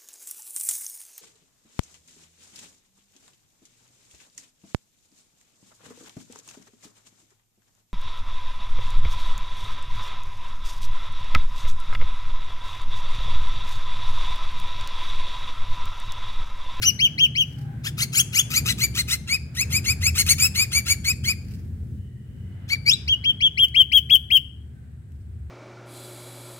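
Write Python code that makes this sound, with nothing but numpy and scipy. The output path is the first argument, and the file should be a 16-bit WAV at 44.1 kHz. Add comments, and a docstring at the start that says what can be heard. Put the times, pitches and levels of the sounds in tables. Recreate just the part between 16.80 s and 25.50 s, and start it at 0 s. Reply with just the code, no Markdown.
"""A walled yard, with distant traffic rumbling underneath as filtered noise and faint engine tones, and far-off birds.
Close to the stereo microphones a caged drongo sings: arched whistles built from harmonics, a long run of
harsh chirps that mix a mostly rising tone with chopped air noise, one clear upward slur, then whistles again
as it hops nearer. Its beak and claws tick and its feathers rustle, as short noises.
The cage colours each note with very short echoes; the walls answer softly through a decaying noise tail."""
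import sys
import numpy as np
from scipy import signal
from scipy.fft import rfft, irfft, next_fast_len
from scipy.io import wavfile
from scipy.ndimage import map_coordinates

SR = 44100
rng = np.random.default_rng(int(sys.argv[2]) if len(sys.argv) > 2 else 0)


def to_wav(s):
    """Save 16-bit WAV."""
    ch = np.atleast_2d(s).T  # columns
    pcm = np.round(np.clip(ch, -1, 1) * 32767)  # PCM
    wavfile.write(sys.argv[1], SR, pcm.astype(np.int16))


N = 383669


def amp(db):
    """Decibels to gain."""
    return 10 ** (np.asarray(db) / 20)


def unit(x):
    """Scaled to rms 1."""
    return x / np.sqrt(np.mean(x ** 2) + 1e-20)


def along(points, hz):
    """(Hz, value) points read on a log frequency axis."""
    f, v = np.transpose(points)
    return np.interp(np.log(hz + 1), np.log(f + 1), v)


def path(rows, t):
    """(position, value) points joined by straight lines."""
    s, v = np.transpose(rows)
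    return np.interp(t, np.maximum.accumulate(s), v)


def wobble(rate, size):
    """A smooth random curve, rate knots a second."""
    knots = rng.standard_normal(int(size * rate / SR) + 4)
    return map_coordinates(knots, [np.arange(size) * rate / SR])


def filtered(x, response):
    """x times a response of frequency."""
    size = x.shape[-1]
    m = next_fast_len(size + 2048)
    return irfft(rfft(x, m) * response(np.fft.rfftfreq(m, 1 / SR)), m)[..., :size]


def noise(spectrum, size):
    """Coloured noise of rms 1."""
    return unit(filtered(rng.standard_normal(size), lambda hz: amp(along(spectrum, hz))))


# how alike the two microphones hear a wide source: f/Hz, likeness (0 to 1)
LIKENESS = [(60, 0.97873), (130, 0.97), (250, .8), (500, 0.75), (1000, 0), (3000, 0)]


def surround(spectrum):
    """Stereo noise of rms 1: long bass waves reach both microphones alike, the treble is unrelated."""
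    def mid_side(hz):
        turn = np.arccos(np.clip(along(LIKENESS, hz), -1, 1)) / 2
        return amp(along(spectrum, hz)) * [np.cos(turn), np.sin(turn)]

    mid, side = filtered(rng.standard_normal((2, N)), mid_side)
    return unit(np.array([mid + side, mid - side]))


# distant traffic before trims and surges: t/s, engines level/dB, tyres level/dB, road hiss level/dB
TRAFFIC_LEVELS = [(0.0, -37.5, -35, -55.5), (0.6, -38.5, -39, -60.5), (0.74, -39.5, -37, -57.5),
                  (1.59, -39, -37.5, -57.5), (1.86, -35, -31, -54.5), (2.76, -38.5, -39.5, -59),
                  (2.9, -34, -34, -55), (3.38, -29, -33, -55.5), (3.86, -34.5, -38.5, -57),
                  (5.14, -33.5, -37.5, -68.5), (5.31, -40.5, -43, -72), (5.83, -36, -39, -59.5),
                  (8.33, -42.5, -47, -70), (8.55, -38, -48, -69.5)]
# relative colours of engines, tyres, road and steady hiss: f/Hz, density level/dB per Hz
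ENGINE_COLOUR = [(20, -33.5), (35, -26), (48, -9), (62, -7.5), (74, 2.5), (83, -1.5), (95, -1.5), (112, -6),
                 (135, -25.5), (250, -66.5)]
TYRE_COLOUR = [(70, -35), (100, -8), (120, 2.5), (145, -2.5), (175, -9.5), (220, -9), (280, -19.5),
               (350, -21.5), (480, -30.5), (800, -55)]
ROAD_COLOUR = [(250, -29), (450, -13.5), (700, -10.5), (1100, -16.5), (1600, -10), (2500, -18.5),
               (4000, -26), (9000, -57)]
HISS_COLOUR = [(500, -4.5), (2000, 0.5), (4000, -5.5), (6000, -13.5), (8000, 2.5), (10000, -6.5),
               (12000, -15), (15500, -19)]


def traffic(engines_db=-2, tyres_db=-0.5, road_db=0, hiss_db=-73, surge_db=1.36):
    """Distant engines and tyres surge as low noise, under road noise and a faint even hiss."""
    s, *levels = np.transpose(TRAFFIC_LEVELS)
    t = np.arange(N) / SR
    engine_db, tyre_db, road_level_db = [np.interp(t, s, level) + surge_db * wobble(4.6, N) for level in levels]
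    rumble = amp(engine_db + engines_db) * surround(ENGINE_COLOUR)
    rumble += amp(tyre_db + tyres_db) * surround(TYRE_COLOUR)
    rumble *= amp([[.45], [-.45]])  # slightly louder on the left
    road = amp(road_level_db + road_db) * surround(ROAD_COLOUR)
    return rumble + road + amp(hiss_db) * surround(HISS_COLOUR)


# single far engines: start t/s, end t/s, first firing f/Hz, last firing f/Hz,
# 1st order level/dB before waver and pan, 2nd order level/dB over the 1st
PASSES = [(0.199, 1.6, 152, 138.7, -36, -22.5), (0.598, 1.9, 121, 110.6, -36.5, -20.5),
          (1.701, 2.792, 56, 78.96, -37.5, -5), (2.7, 5.302, 83.5, 83.02, -35, -15.5),
          (2.754, 5.3, 92, 102.4, -40, -5.5), (5.5, 6.19, 93, 93.1, -37.5, -11),
          (6.299, 9, 73, 72.98, -40.5, -16.5)]
ENGINE_FADE_S = 0.15
ENGINE_SETTLE = 1.6  # above 1, the speed changes fastest at first


def engines(waver_db=2.0):
    """Far engines fade in, settle to a new speed and fade out: two firing orders wavering under the rumble."""
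    out, t = np.zeros(N), np.arange(N) / SR
    for start, end, first_hz, last_hz, db, second_db in PASSES:
        left = np.clip((end - t) / (end - start), 0, 1)
        firing_hz = last_hz + (first_hz - last_hz) * left ** ENGINE_SETTLE
        phase = cycle(firing_hz, jitter=.012, jitter_hz=9)
        fade = np.clip(np.minimum(t - start, end - t) / ENGINE_FADE_S, 0, 1)
        for order, order_db in [(1, 0), (2, second_db)]:
            out += fade * amp(db + order_db + waver_db * wobble(6, N)) * np.sin(order * phase)
    return out * amp([[.5], [-.5]])


# birds in other yards: middle t/s, half length to 1/e t/s, pitch f/Hz, spread f/Hz, peak level/dB
FAR_CALLS = [(.88, 0.091, 800, 35, -53), (.919, .17, 1560, 130, -59.5), (5.25, .08, 2980, 218, -69),
             (5.349, 0.22, 1920, 149, -70), (5.749, .2, 2040, 150.5, -68), (5.72, 0.42, 2970, 152.5, -68),
             (5.721, 0.17, 1600, 50, -76), (8.0, 0.074, 1544, 25, -67), (8.265, .07, 1560, 25.04, -71)]


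def far_birds():
    """Calls from other yards, blurred by echoes, arrive as soft, narrow washes of noise."""
    out, t = np.zeros((2, N)), np.arange(-SR // 2, SR // 2) / SR
    for middle, half_length, pitch_hz, spread_hz, db in FAR_CALLS:
        band = lambda hz: np.exp(-((hz - pitch_hz) / spread_hz) ** 2)
        wash = unit(filtered(rng.standard_normal((2, len(t))), band))
        call = amp(db) * wash * np.exp(-(t / half_length) ** 2)
        room_left = out[:, round((middle - .5) * SR):][:, :len(t)]
        room_left += call[:, :room_left.shape[1]]
    return out


# decay of the far walls: f/Hz, t60/s
WALL_DECAY = [(500, 0.36), (3000, 0.46), (6000, .47), (10000, 0.43), (15000, 0.09)]
# colour of the yard's answer: f/Hz, level/dB
WALL_COLOUR = [(1000, -1), (2300, 1.5), (3200, 0.5), (5000, 1.5), (7000, 1), (10000, 3), (14000, 7)]
# the yard is heard less as the bird comes nearer: t/s, send level/dB
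ECHO_SEND = [(0, 0.5), (1.2, -0.5), (6.7, -0.5), (6.9, -1)]


def yard(x, near_db=-8.5, far_db=-24, near_t60=0.059):
    """Cage and tree trunk scatter the song at once; the walls give a longer, faint tail."""
    hz, t, z = signal.stft(rng.standard_normal((2, SR)), SR, nperseg=256)
    decay = amp(-60 * t / along(WALL_DECAY, hz)[:, None])
    far = signal.istft(z * decay, SR, nperseg=256)[1][:, :SR]
    t = np.arange(SR) / SR
    far = far * (1 - np.exp(-t / 0.013))
    scatter = rng.standard_normal((2, SR)) ** 3  # a few strong reflections among weak ones
    near = scatter * amp(-60 * t / near_t60) * (t > .0006)
    answer = amp(near_db) * near / np.linalg.norm(near, axis=1)[:, None]
    answer += amp(far_db) * far / np.linalg.norm(far[0])
    answer = filtered(answer, lambda hz: amp(along(WALL_COLOUR, hz)))
    sent = x * amp(path(ECHO_SEND, np.arange(N) / SR))
    return signal.fftconvolve(sent, answer, axes=1)[:, :N]


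# very short echoes off the cage: f/Hz, level/dB each
CAGE_ECHO = [(2500, -26), (5000, -18), (9000, -13)]


def cage(hz, count=3):
    """Short, mostly treble echoes off the cage, drawn anew for each note and microphone."""
    delay = rng.uniform(.0002, .0014, (count, 2, 1))
    gain = amp(along(CAGE_ECHO, hz))
    echoes = gain * np.exp(-2j * np.pi * hz * delay).sum(0)
    return (1 + echoes) / np.sqrt(1 + count * gain ** 2)


# the bird's direction: t/s, lead of the left microphone/ms
DIRECTION = [(0, .18), (1.5, 0.18), (1.75, 0.14349), (2.8, 0.1), (3.5, 0.11), (4.4, 0.12), (6.45, .17),
             (7.1, .32)]
PAN_DB_PER_MS = 27.5  # the farther left, the louder on the left


def add(out, start, note):
    """Place a note: the small beak radiates no bass; the left microphone hears it first and louder."""
    lead_ms = path(DIRECTION, start)
    side = np.array([[.5], [-.5]])

    def to_microphones(hz):
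        beak = hz ** 6 / (hz ** 6 + 1030.0 ** 6)
        shift = np.exp(2j * np.pi * hz * lead_ms / 1000 * side)
        return beak * cage(hz) * amp(side * PAN_DB_PER_MS * lead_ms) * shift

    out[:, round(start * SR):][:, :len(note)] += filtered(note, to_microphones)


def cycle(pitch, jitter, jitter_hz):
    """Phase of a vibration, such as a membrane's, whose pitch trembles."""
    trembling = pitch * (1 + jitter * wobble(jitter_hz, len(pitch)))
    return 2 * np.pi * np.cumsum(trembling) / SR


# relative colour of turbulence in the syrinx, also lent to ticks and feathers: f/Hz, density level/dB per Hz
TURBULENCE = [(600, -56), (950, -27), (1300, -9.5), (2500, 7), (3600, -7), (4900, 5), (5700, 0.5),
              (6800, -2.5), (8500, -5), (10000, -2.5), (11200, -11), (12500, -1), (15500, -11.5)]


def rasp(phase, depth):
    """Air noise, chopped once a cycle by the membrane."""
    return unit(noise(TURBULENCE, len(phase)) * (1 + depth * np.cos(phase)))


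# beak and claws: t/s, onset level/dB
TICK_TIMES = [(0.464, -37), (4.685, -48.5), (4.738, -44), (4.746, -46.5), (4.753, -46), (6.884, -41.5),
              (8.32, -59.5)]
# feathers: middle t/s, half length to 1/e t/s, peak level/dB before flutter
FEATHERS = [(.76, 0.087, -59.5), (4.73, 0.1044, -59.5), (8.385, 0.083, -79.5)]


def fidgets(t60=0.013):
    """Dry decaying ticks of beak and claws, and soft noisy rustles of feathers that swell and fade."""
    out, t = np.zeros((2, N)), np.arange(SR // 20) / SR
    for s, db in TICK_TIMES:
        add(out, s, amp(db - 60 * t / t60) * noise(TURBULENCE, len(t)))
    t = np.arange(N) / SR
    swells = sum(amp(db) * np.exp(-((t - middle) / half_length) ** 2) for middle, half_length, db in FEATHERS)
    return out + swells * amp(4.3 * wobble(100, N)) * surround(TURBULENCE)


# resonances of throat and open beak, for creak and chirp: f/Hz, level/dB
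THROAT_GAIN = [(1200, -9), (1900, -9), (2500, -1), (3300, 3.5), (3800, -3.5), (4900, -6), (5700, -4.5),
               (6900, -1.5), (8400, -13.5), (9600, -8.5), (11000, -19), (12500, -10.5), (15500, -24.5)]
CREAK_HZ = 1276  # reference pitch, before the slide and random detune


def creak(t, jump):
    """The low, rough voice that opens a harsh note, slides into its pitch jump and grates on beneath it."""
    pitch = CREAK_HZ * path([(jump - .035, .97), (jump - .014, 1.0), (jump - .004, 1.13),
                             (jump + 0.0013, 1.3), (jump + .007, 1.05)], t)
    pitch = pitch * amp(.2 * rng.standard_normal() + .3 * wobble(160, len(t)))
    phase = cycle(pitch, jitter=.024, jitter_hz=1300)
    voice = np.zeros(len(t))
    for k in range(1, 12):
        boost_db = 3.4 * (k == 1) + 3 * (k == 2)
        flutter_db = 3.5 * wobble(300, len(t))
        voice += amp(along(THROAT_GAIN, k * pitch) + boost_db + flutter_db) * np.sin(k * phase)
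    return unit(voice)


def first_creak(start=0.016, jump=.031, end=0.098, db=-24):
    """The very first whistle opens harshly, like a chirp: creak and air noise."""
    out, t = np.zeros((2, N)), np.arange(start, end, 1 / SR)
    air = amp(db + path([(start, -20), (jump - .008, -4), (jump, 0), (end, -26)], t))
    add(out, start, air * unit(creak(t, jump) + noise(TURBULENCE, len(t))))
    return out


# one long upward slur: t/s, pitch f/Hz, level/dB before a common trim
SLUR_PATH = [(6.054, 2031, -49), (6.064, 2248, -25.5), (6.085, 2352, -18.5), (6.097, 2550, -18),
             (6.107, 2857, -20), (6.118, 3420, -15), (6.13, 3540, -17.5), (6.139, 3934, -13),
             (6.157, 3832, -44.5)]
# its air noise is strongest against the tone while the pitch is low: pitch f/Hz, level/dB re the tone
SLUR_AIR = [(2200, -15), (2900, -20), (3400, -24.5), (3900, -29.5)]
FLARE_HZ, FLARE_WIDTH_HZ, FLARE_DB = 5100, 340, 8  # the throat's resonance


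def slur(high_db=-21):
    """A clear rising whistle whose overtones flare as the second harmonic passes a throat resonance."""
    s, *columns = np.transpose(SLUR_PATH)
    out, t = np.zeros((2, N)), np.arange(s[0], s[-1], 1 / SR)
    pitch, level_db = [np.interp(t, s, column) for column in columns]
    phase = cycle(pitch, jitter=0.0025, jitter_hz=900)
    flare = amp(FLARE_DB) / (1 + ((2 * pitch - FLARE_HZ) / FLARE_WIDTH_HZ) ** 2) ** .76
    overtones = np.sin(2 * phase) + amp(high_db) * (np.sin(3 * phase) + np.sin(4 * phase))
    tone = np.sin(phase) + flare * overtones
    air = amp(along(SLUR_AIR, pitch)) * rasp(phase, depth=0.8283)
    add(out, s[0], amp(level_db + 2.0) * (tone + air))
    return out


# whistles, levels before common trims: start t/s, top of the rise t/s, end t/s, top f/Hz,
# sag and final drop (shares of the top pitch), level/dB, 2nd harmonic level/dB,
# high overtones level/dB, 2nd harmonic in the rise level/dB
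WHISTLE_NOTES = [(.025, .057, .106, 3040, .96, .62, -22, -16, -34, -48),
                 (.19, .219, .275, 3240, .93, .62, -17, -33, -43, -28.5),
                 (.379, .405, .466, 3250, .9, .66, -16.5, -37, -46, -32),
                 (.55, .578, .637, 3220, .92, .72, -19.5, -35, -46, -34),
                 (6.276, 6.291, 6.354, 3280, .89, .9, -19.5, -51, -56, -29.5),
                 (6.438, 6.456, 6.521, 3280, .95, .88, -19.5, -55, -57, -38),
                 (6.603, 6.624, 6.685, 3355, .93, .8, -18, -46.5, -54, -39),
                 (6.772, 6.794, 6.86, 3260, .95, .9, -15.5, -50, -42.5, -39),
                 (6.942, 6.965, 7.032, 3270, .93, .85, -15.5, -51, -40, -44),
                 (7.116, 7.133, 7.198, 3313, .92, .9, -16, -50, -37.5, -40.5),
                 (7.295, 7.308, 7.374, 3360, .9, .92, -16.5, -50, -36.5, -43),
                 (7.502, 7.518, 7.587, 3260, .935, .94, -16.5, -54, -37, -49)]
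SAG_S, WHISTLE_START_HZ = .017, 1927  # the sag comes this long before the end; pitch at the start
WHISTLE_RASP_DB = -47.5  # air noise, before strain and push
STRAIN_PER_DB = 0.68  # whistles with stronger high overtones also rasp more


def whistles():
    """A clean tone sweeps up, arches and sags; around the sag it briefly turns rough and bright."""
    out = np.zeros((2, N))
    for start, top, end, top_hz, sag, drop, level_db, second_db, high_db, rise_db in WHISTLE_NOTES:
        t = np.arange(start - .003, end + .006, 1 / SR)
        sag_hz = sag * top_hz
        pitch = path([(start, WHISTLE_START_HZ), (top, .94 * top_hz), (top + .011, top_hz),
                      ((top + end) / 2 - .004, top_hz), (end - SAG_S, sag_hz), (end - .008, sag_hz),
                      (end + .006, drop * top_hz)], t)
        push = amp(path([(start - .003, -45), (start + .004, -14), (top, -4.5), (top + .015, -1),
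                         (end - .024, 2), (end - .01, -1.5), (end - .003, -10), (end + .002, -22),
                         (end + .006, -45)], t))
        rise = amp(path([(start - .003, -35), (start + 0.0028, -2), (top - .008, 3), (top, -14),
                         (top + .036, -50)], t))
        strain = np.exp(-((t - end + .014) / .009) ** 2)
        pitch = pitch * (1 + (.004 + .014 * strain) * wobble(220, len(t)))
        phase = cycle(pitch, jitter=.0018 + .012 * strain, jitter_hz=944)
        note = amp(level_db + 5.5) * push * np.sin(phase)
        note += (amp(second_db + 1.5) * push + amp(rise_db + 3) * rise) * np.sin(2 * phase)
        for k, db in [(3, -4), (4, 1.0), (5, 0)]:
            gain = amp(high_db + db + 3 * (strain - .5)) * push ** 2 + amp(rise_db - 24.5) * rise
            flutter = amp(3.9 * wobble(170, len(t)))
            note += gain * flutter * np.sin(k * phase) * (k * pitch < SR / 2)
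        air = push * (0.1 + 1.9 * strain) + 0.27 * rise
        air_db = WHISTLE_RASP_DB + STRAIN_PER_DB * (high_db + 43)
        note += amp(air_db) * air * rasp(phase, depth=1.0)
        add(out, start - .003, note)
    return out


# wide rises start slowly: size of the rise f/Hz, share of it done halfway
RISE_BEND = [(250, 0.66), (600, .37)]
# low chirps lose their overtones as they go, high ones gain: crest f/Hz, 2nd harmonic swell level/dB
OVERTONE_SWELL = [(2100, -9.5), (2600, 1)]
FADE_DB = -3  # the fundamental fades along the rise
FALL_S = .022  # a chirp drops away for this long after its crest
SECOND_DB, SECOND_PER_HARSH = 4.5, .5  # the harsher a chirp, the stronger its 2nd harmonic


def chirp_tone(t, jump, crest, low_hz, crest_hz, harsh_db, bright_db):
    """The rising tone and its phase; each harmonic swells as it crosses a resonance of the throat."""
    grate, flutter_db, end = .17, 2.6, crest + FALL_S
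    half, rise_hz = jump + .55 * (crest - jump), crest_hz - low_hz
    half_hz = low_hz + path(RISE_BEND, rise_hz) * rise_hz
    pitch = path([(jump - .004, .8 * low_hz), (jump + .002, low_hz), (half, half_hz),
                  (crest - .004, crest_hz), (crest + .004, crest_hz), (crest + .012, .91 * crest_hz),
                  (end + .006, .62 * crest_hz)], t)
    pitch = pitch * (1 + .009 * wobble(170, len(t)))
    push_db = path([(jump - .008, -35), (jump + .002, -7), (half, 0), (crest - .008, 2),
                    (crest + .007, -4), (end, -19), (end + .01, -50)], t)
    # the overtones need full pressure: they come late and leave early
    pressure_db = path([(jump, -3), (jump + 0.034, 0), (crest, 0), (end, -18)], t)
    progress = np.clip((t - jump) / (crest - jump), 0, 1)
    hoarse = amp(.55 * (harsh_db + 4))
    # the two sides of the syrinx beat against each other, which puts sidebands between the harmonics
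    beat = grate * hoarse * np.sin(cycle(np.full(len(t), 1300), jitter=.12, jitter_hz=400))
    phase = cycle(pitch, jitter=.009 * hoarse, jitter_hz=1454) + beat / 2
    body = (t > jump) & (t < crest + .005)
    levels = [1, SECOND_DB + SECOND_PER_HARSH * harsh_db, bright_db]
    levels += [(bright_db + harsh_db) / 2 + db for db in (-3, -4.5, -7.5)]  # harmonics 4 to 6
    tone = np.zeros(len(t))
    for k, db in enumerate(levels, 1):
        if k == 1:
            shape_db = FADE_DB * progress
        else:
            shape_db = pressure_db + path(OVERTONE_SWELL, crest_hz) * progress * 2 / k
        flutter = flutter_db * np.sqrt(k / 2) * wobble(260, len(t))
        gain = amp(push_db + shape_db + along(THROAT_GAIN, k * pitch) + flutter)
        gain /= np.sqrt(np.mean(gain[body] ** 2))
        tone += amp(db) * gain * np.sin(k * phase) * (k * pitch < SR / 2)
    return tone * (1 + beat), phase


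# harsh chirps, levels before common trims: start t/s, pitch jump t/s, crest t/s, after the jump f/Hz,
# crest f/Hz, level/dB, harshness (rasp over the tone) level/dB, brightness (3rd harmonic) level/dB
CHIRP_NOTES = [(1.035, 1.06, 1.079, 1470, 1798, -37, 3.5, -2.5),
               (1.17, 1.207, 1.234, 1870, 2226, -32, 1.5, 3),
               (1.32, 1.355, 1.408, 2000, 3310, -23.5, -7, 1.5),
               (1.521, 1.548, 1.605, 1980, 3462, -22.5, -9.5, -1.5),
               (1.695, 1.743, 1.786, 1969, 2480, -28, -3, 4),
               (1.849, 1.89, 1.911, 2000, 1987, -31, 4.5, -3), (1.974, 2.01, 2.05, 2050, 2355, -27, -6, 2),
               (2.141, 2.179, 2.203, 1890, 2132, -30.5, 1, -0.5),
               (2.273, 2.308, 2.343, 1820, 2137, -31.5, 1.5, 2),
               (2.467, 2.491, 2.553, 2080, 2552, -24, -13, -8),
               (2.741, 2.769, 2.826, 1860, 2594, -27.5, -12.5, 0),
               (2.894, 2.923, 2.979, 2080, 2530, -27.5, -9, 1),
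               (3.034, 3.059, 3.119, 2060, 2535, -25.5, -10.5, -1.5),
               (3.203, 3.227, 3.287, 2020, 2643, -24.5, -12, 0),
               (3.344, 3.381, 3.41, 2080, 2224, -26, -1.5, 6.5),
               (3.456, 3.489, 3.523, 2020, 2271, -24.5, -2.5, 8),
               (3.573, 3.599, 3.663, 2282, 2644, -24, -6.5, 3),
               (3.738, 3.757, 3.833, 2110, 2493, -24.5, -8.5, -1),
               (3.907, 3.93, 3.988, 2080, 2355, -26, -8, 2.5),
               (4.051, 4.083, 4.126, 2100, 2324, -25.5, -6, 4),
               (4.236, 4.248, 4.313, 2080, 2537, -26, -10, -0.5),
               (4.431, 4.451, 4.514, 2070, 2499, -25.5, -11.5, -3),
               (5.879, 5.902, 5.941, 2150, 2317, -24.5, -14, -17.5)]
TONE_DB = 2.5  # trim of the voiced part


def chirps(gape_tilt=.29):
    """A creak jumps to a mostly rising tone that drops away at the end, with rasping air throughout."""
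    pulsing_db = 2.0
    out = np.zeros((2, N))
    for start, jump, crest, low_hz, crest_hz, level_db, harsh_db, bright_db in CHIRP_NOTES:
        t = np.arange(start, crest + 2 * FALL_S, 1 / SR)
        tone, phase = chirp_tone(t, jump, crest, low_hz, crest_hz, harsh_db, bright_db)
        air = amp(path([(start, -30), (start + 0.0056, -21), (start + .009, -5.5), (jump, -3),
                        (crest - .015, -.5), (crest, -2), (crest + .016, -11), (t[-1], -50)], t))
        opening = amp(path([(start, -24), (start + .006, -17), (start + .012, -3), (jump - .003, 0),
                            (jump + 0.0065, -5), (crest, -7), (t[-1], -55)], t))
        scrape = air * rasp(phase, depth=.8) + opening * creak(t, jump)
        scrape = scrape * amp(pulsing_db * wobble(450, len(t)))
        note = amp(level_db) * (amp(TONE_DB) * tone + amp(harsh_db + .5) * scrape)
        # a wide gape lets the top treble out, a half-closed beak holds it back
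        gape_db = gape_tilt * (bright_db + 1.5)
        add(out, start, filtered(note, lambda hz: amp(along([(7000, 0.0018), (13000, gape_db)], hz))))
    return out


def scene():
    """The bird close by, its yard answering, and the distance behind."""
    bird = fidgets() + first_creak() + slur() + whistles() + chirps()
    return traffic() + engines() + far_birds() + yard(bird) + bird


TOP_HZ = 15830  # band limit


def record(dry):
    """The recorder rounds off the highest peaks and keeps nothing above its band limit."""
    rounded = dry / (1 + (dry / .87) ** 8) ** (1 / 8)
    return filtered(rounded, lambda hz: hz < TOP_HZ)


dry = scene()
out = record(dry)
to_wav(out)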